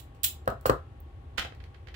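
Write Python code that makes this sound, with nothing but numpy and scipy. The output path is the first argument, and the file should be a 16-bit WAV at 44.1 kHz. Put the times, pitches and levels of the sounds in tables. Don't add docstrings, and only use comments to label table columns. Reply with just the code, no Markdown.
import sys
import numpy as np
from scipy import signal
from scipy.fft import rfft, irfft, next_fast_len
from scipy.io import wavfile
from scipy.ndimage import uniform_filter1d

SR = 44100
rng = np.random.default_rng(int(sys.argv[2]) if len(sys.argv) > 2 else 0)


def pcm_store(signal):
    levels = np.round(np.clip(np.atleast_2d(signal), -1, 1) * 32767)
    wavfile.write(sys.argv[1], SR, levels.astype(np.int16).T)


N = 85995
T = np.arange(N) / SR
SIZE = next_fast_len(2 * N)
FREQS = np.maximum(np.fft.rfftfreq(SIZE, 1 / SR), 1)
SIDES = np.array([[1], [-1]])
STEEL_LATE_MS = 0.3787

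# (frequency [Hz], left over right [dB])
SURROUND_BALANCE = [(100, .5), (500, 2), (1300, 3.5), (3000, 3), (6000, -5.5), (12000, -0.5)]


def undb(db):
    return 10 ** (np.asarray(db) / 20)


def unit(x):
    return x / np.sqrt(np.sum(x ** 2))


def read(points, hz):
    f, v = np.array(points, float).T
    return np.interp(np.log(hz), np.log(f), v)


def through(x, response):
    return irfft(rfft(x, SIZE) * rfft(response, SIZE), SIZE)[..., :N]


def colour(points, tilt_db=0):
    octaves = np.log2(np.maximum(FREQS, 100))
    level_db = read(points, FREQS) + tilt_db * octaves
    cepstrum = irfft(np.log(undb(level_db)), SIZE)
    cepstrum[1:SIZE // 2] *= 2
    cepstrum[SIZE // 2 + 1:] = 0
    return unit(irfft(np.exp(rfft(cepstrum)), SIZE)[:N])


def ring(modes):
    total = 0
    for k, (hz, db, t60) in enumerate(modes):
        fade = undb(db - 60 * T / max(t60, .005))
        total = total + (-1) ** k * fade * np.sin(2 * np.pi * hz * T)
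    return unit(total)


def pulse(s):
    return 1. * (np.arange(N) == max(int(s * SR), 0))


def contact(s, chatter_ms, crack):
    rise_ms = 0.96
    ms = T * 1000
    envelope = np.exp(-ms / max(chatter_ms, .2)) * (1 - np.exp(-ms / rise_ms))
    chatter = unit(rng.standard_normal(N) * envelope)
    for _ in range(2):
        spec = rfft(chatter)
        even = irfft(spec / (np.abs(spec) + 1e-9), N)
        chatter = unit(even * envelope ** .4)
    return through(pulse(s), unit(chatter + crack * pulse(0)))


def pair(alike_hz, late_ms):
    mid, side = rfft(rng.standard_normal((2, SIZE)))
    alike = 1 / (1 + (FREQS / alike_hz) ** 2)
    both = (mid * np.sqrt(1 + alike) + SIDES * side * np.sqrt(1 - alike)) / np.sqrt(2)
    lag = np.exp(-1j * np.pi * SIDES * FREQS * late_ms / 1000)
    balance = undb(SIDES * read(SURROUND_BALANCE, FREQS) / 2)
    return irfft(both * lag * balance, SIZE)[:, :N]


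def direct(x, pan_db, late_ms):
    gains = unit(undb(SIDES * pan_db / 2)) * np.sqrt(2)
    lag = np.exp(-2j * np.pi * FREQS * late_ms / 1000)
    left = irfft(rfft(x, SIZE) * lag, SIZE)[:N]
    return gains * np.array([left, x])


def walk(rate):
    k = int(SR / rate)
    steps = np.repeat(rng.standard_normal(N // k + 1), k)
    return uniform_filter1d(uniform_filter1d(steps, k), k)[:N]


def fan():
    # (frequency [Hz], relative level per Hz [dB])
    air_colour = [(20, -21), (40, -8), (62, 1.5), (80, 2.5), (105, -5.5), (135, -9.5), (185, -26),
                  (260, -19.5), (450, -23), (600, -26.5), (780, -25), (900, -28), (2200, -38.5),
                  (3300, -40.5), (5500, -55), (10000, -56.5), (16000, -66)]
    # (frequency [Hz], rms level before wavering [dB])
    hum = [(76, -54.5), (119.5, -63), (253, -72.5), (360, -71.5), (795, -71), (1083, -81.5), (1114, -74),
           (1836, -85)]
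    air = undb(-46) * through(pair(alike_hz=900, late_ms=0.35), colour(air_colour))
    tones = 0
    for hz, db in hum:
        level = undb(db + 0.5 * walk(6.7)) * np.sqrt(2)
        tones = tones + level * np.sin(2 * np.pi * (hz * T + rng.random()))
    return air + tones


def steel(clicks, tone):
    # (frequency [Hz], relative level [dB], time to fall 60 dB [s])
    steel_modes = [(2482, -12, .16), (2893, -2, .06), (3588, -8, .05), (3887, -12, .18), (7293, -4, .1),
                   (7450, 2, .18), (11232, -3, .14), (11670, -7, .11), (13720, -2, .09), (14240, -5, .09),
                   (15215, -1, .13), (15575, 3, .12)]
    crack = 0.45
    near, far, body = 0, 0, ring(steel_modes)
    for s, db, chatter_ms, tilt_db, pan_db, room_db in clicks:
        touch = contact(s, chatter_ms, crack)
        ringing = undb(-14) * through(pulse(s), body)
        x = through(touch + ringing, undb(db) * colour(tone, tilt_db))
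        near = near + direct(x, pan_db, STEEL_LATE_MS)
        far = far + undb(room_db) * x
    return near, far


def jaw_snaps():
    # (time [s], level [dB], chatter [ms], brightness [dB per octave],
    # left over right [dB], level into the room [dB])
    snaps = [(0.0, -23.5, 6.6, -1, -18, -3), (0.2333, -1, 1.8, 4.3, -10, 0),
             (0.2405, 2.5, 2.5, 1, -18.5, -2), (0.2444, 3, 4.4, 1.5, 22, -4),
             (0.2484, -3.5, 5.3, 4, 9.5, -7)]
    # (frequency [Hz], relative level [dB])
    snap_colour = [(150, -61.5), (550, -15.5), (900, -20.5), (2100, -12.5), (2750, -5.5), (3900, -2),
                   (4500, -9.5), (5100, -10), (6500, -10.5), (7400, -5.5), (8500, -10), (13000, -6.5),
                   (15400, -1), (16200, -17.5)]
    return steel(snaps, snap_colour)


def workshop(x):
    # (frequency [Hz], time to fall 60 dB [s])
    room_t60 = [(100, 0.16), (400, 0.15), (1200, 0.22), (3000, 0.24), (7000, 0.21), (15000, 0.15)]
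    gap_ms, build_ms, smooth_hz = 1, 2.6, 90
    spec, tail = rfft(pair(alike_hz=530, late_ms=0), SIZE), 0
    for k, (hz, t60) in enumerate(room_t60):
        share = read([(f, j == k) for j, (f, _) in enumerate(room_t60)], FREQS)
        band = irfft(spec * share, SIZE)[:, :N]
        tail = tail + band * np.exp(-np.log(1000) * T / t60)
    build = np.clip((T * 1000 - gap_ms) / build_ms, 0, 1)
    spec = rfft(tail * build, SIZE)
    lumps = np.sqrt(uniform_filter1d(np.abs(spec) ** 2, int(smooth_hz * SIZE / SR)))
    balance = undb(SIDES * read(SURROUND_BALANCE, FREQS) / 2)
    echo = irfft(spec / lumps * balance, SIZE)[:, :N] * build
    return through(x, unit(echo) * np.sqrt(2))


def steel_taps():
    # (time [s], level [dB], chatter [ms], brightness [dB per octave],
    # left over right [dB], level into the room [dB])
    taps = [(0.147, -39, 3.3, -5, -12, 3), (0.458, -34, 1.3, -5.5, -21, -8),
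            (0.4777, -16, 1.7, 1, -19, -7.5), (0.502, -24.5, 2.4, -2, -20, -25),
            (0.611, -32, 1.4, 3, -21, -3.5), (0.66, -5.5, 12, -1, -16, -5),
            (0.6971, -5.5, 4, -4.5, -34, -13), (1.0031, -20.5, 2.2, 18.5, -17, -18)]
    # (frequency [Hz], relative level [dB])
    tap_colour = [(300, -15), (2100, -9.5), (2850, 1), (3700, -17.5), (4350, 1.5), (4900, -9.5), (5400, -5),
                  (6300, -7), (7200, -7.5), (8400, -1.5), (10000, -9), (13500, -2), (15400, -3.5),
                  (16200, -2)]
    return steel(taps, tap_colour)


def bench():
    # (time [s], level [dB], chatter [ms],
    # brightness [dB per octave], thump [dB], left over right [dB], flex [Hz])
    knocks = [(0.4756, 2, 3.6, 2.04, -6.5, 0.5, 580), (0.488, -13.5, 2, 3, -11, 11, 670),
              (0.5197, -11.5, 9, -4, -3, 0, 620), (0.656, 1.5, 3, 4.7, -5.5, -3, 552),
              (0.6948, 8, 3.24, -0.1, -6.5, 4, 430), (1.448, -18.5, 3.5, -5, -4, -1, 790),
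              (1.521, -25.5, 5, -1.5, -16, 3.5, 434)]
    # (frequency [Hz], relative level [dB])
    wood_colour = [(60, -25.5), (130, -10), (190, -11.5), (240, -1), (310, -12), (400, -4.5), (650, -4),
                   (850, -10), (1250, -1), (1750, -14), (2200, -34), (4000, -33), (8000, -60), (16000, -62)]
    # (frequency [Hz], relative level [dB], time to fall 60 dB [s])
    wood_modes = [(237, -3, .22), (262, -9, .22), (392, -3, .24), (418, -4, .17), (517, -3, .18),
                  (598, 0, .14), (680, -3, .16), (803, -6, .2), (922, -10, .16), (1022, -5, .19),
                  (1170, -9, .17), (1261, -5, .22), (1315, -3, .25), (1445, -11, .27)]
    frame_modes = [(54.7, 4.5, 0.31), (107.4, 12.5, 0.04), (149, 9, 0.11), (168, -25, 0.027)]
    crack = 0.27
    near, far, wood, frame = 0, 0, ring(wood_modes), ring(frame_modes)
    for s, db, chatter_ms, tilt_db, thump_db, pan_db, flex_hz in knocks:
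        knock = through(contact(s, chatter_ms, crack), colour(wood_colour, tilt_db))
        flex = unit(ring([(flex_hz, 0, 0.013)]) * T)
        body = undb(-0.5) * flex + undb(-5.5) * wood + undb(thump_db) * frame
        x = undb(db) * (knock + through(pulse(s), body))
        near = near + direct(x, pan_db, late_ms=0.35)
        far = far + undb(-4.5) * x
    return near, far


def spring():
    # (frequency [Hz], relative level [dB], time to fall 60 dB [s])
    spring_modes = [(15700, 0, .08), (15610, -9, .07), (15100, -9, .08)]
    start_s = 0.662
    x = undb(-8.5) * through(pulse(start_s), ring(spring_modes))
    return direct(x, pan_db=-10, late_ms=STEEL_LATE_MS), undb(-21) * x


def handling(hits, tone):
    # (frequency [Hz], relative level [dB], time to fall 60 dB [s])
    object_modes = [(1370, 1, .03), (1780, -4, .035), (2050, -1, .03), (2400, -1, .03), (3140, 1, .04)]
    crack = 0.26
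    near, far, body = 0, 0, ring(object_modes)
    for s, db, chatter_ms, tilt_db, pan_db in hits:
        response = colour(tone, tilt_db) + undb(-14.5) * body
        x = undb(db) * through(contact(s, chatter_ms, crack), response)
        near = near + direct(x, pan_db, late_ms=0.6)
        far = far + undb(-2) * x
    return near, far


def clacks():
    # (time [s], level [dB], chatter [ms], brightness [dB per octave], left over right [dB])
    hits = [(1.375, -20.5, 4, 5, -13), (1.3792, 1, 8.5, 1.5, -10.5), (1.3903, -10.5, 2.3, 5, -37),
            (1.395, -6, 1.47, 2.5, -33), (1.412, -20, 2.8, 2, -26), (1.4228, -11.5, 0.98, -0.5, 1),
            (1.447, -13, 5.7, 0.5, -7)]
    # (frequency [Hz], relative level [dB])
    clack_colour = [(40, 14), (80, 15.5), (130, -1), (220, -3), (420, -2.5), (750, -4.5), (1100, -3),
                    (1400, 4.5), (2000, -1), (3200, -1.5), (4600, -11.5), (6500, -20), (10000, -29),
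                    (15500, -31.5)]
    return handling(hits, clack_colour)


def fiddles():
    # (time [s], level [dB], chatter [ms], brightness [dB per octave], left over right [dB])
    ticks = [(1.521, -27, 4.7, -2.5, -16), (1.549, -37, 1, 6, -17), (1.602, -28.5, 6, -0.5, -12),
             (1.6395, -29, 1.44, 3, -20), (1.744, -29, 5.8, 0, -13), (1.8715, -25, 2.3, 0, -12.5),
             (1.884, -24, 4, 0, -23), (1.942, -19.5, 11, 3, -19)]
    # (frequency [Hz], relative level [dB])
    tick_colour = [(100, -10), (450, 7), (1000, -4), (1500, 11.5), (2350, 10), (2900, 4.5), (4300, 1),
                   (6500, -13.5), (10000, -23.5), (13000, -23), (15500, -24)]
    return handling(ticks, tick_colour)


def scene():
    sources = [jaw_snaps(), steel_taps(), bench(), spring(), clacks(), fiddles()]
    near, far = zip(*sources)
    return fan() + sum(near) + workshop(sum(far))


def record(dry):
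    low_cut_hz, top_hz = 36, 16000
    low_cut = signal.butter(2, low_cut_hz, "high", fs=SR, output="sos")
    top_cut = signal.ellip(8, .2, 70, top_hz, fs=SR, output="sos")
    return signal.sosfilt(top_cut, signal.sosfilt(low_cut, dry))


dry = scene()
out = record(dry)
pcm_store(out)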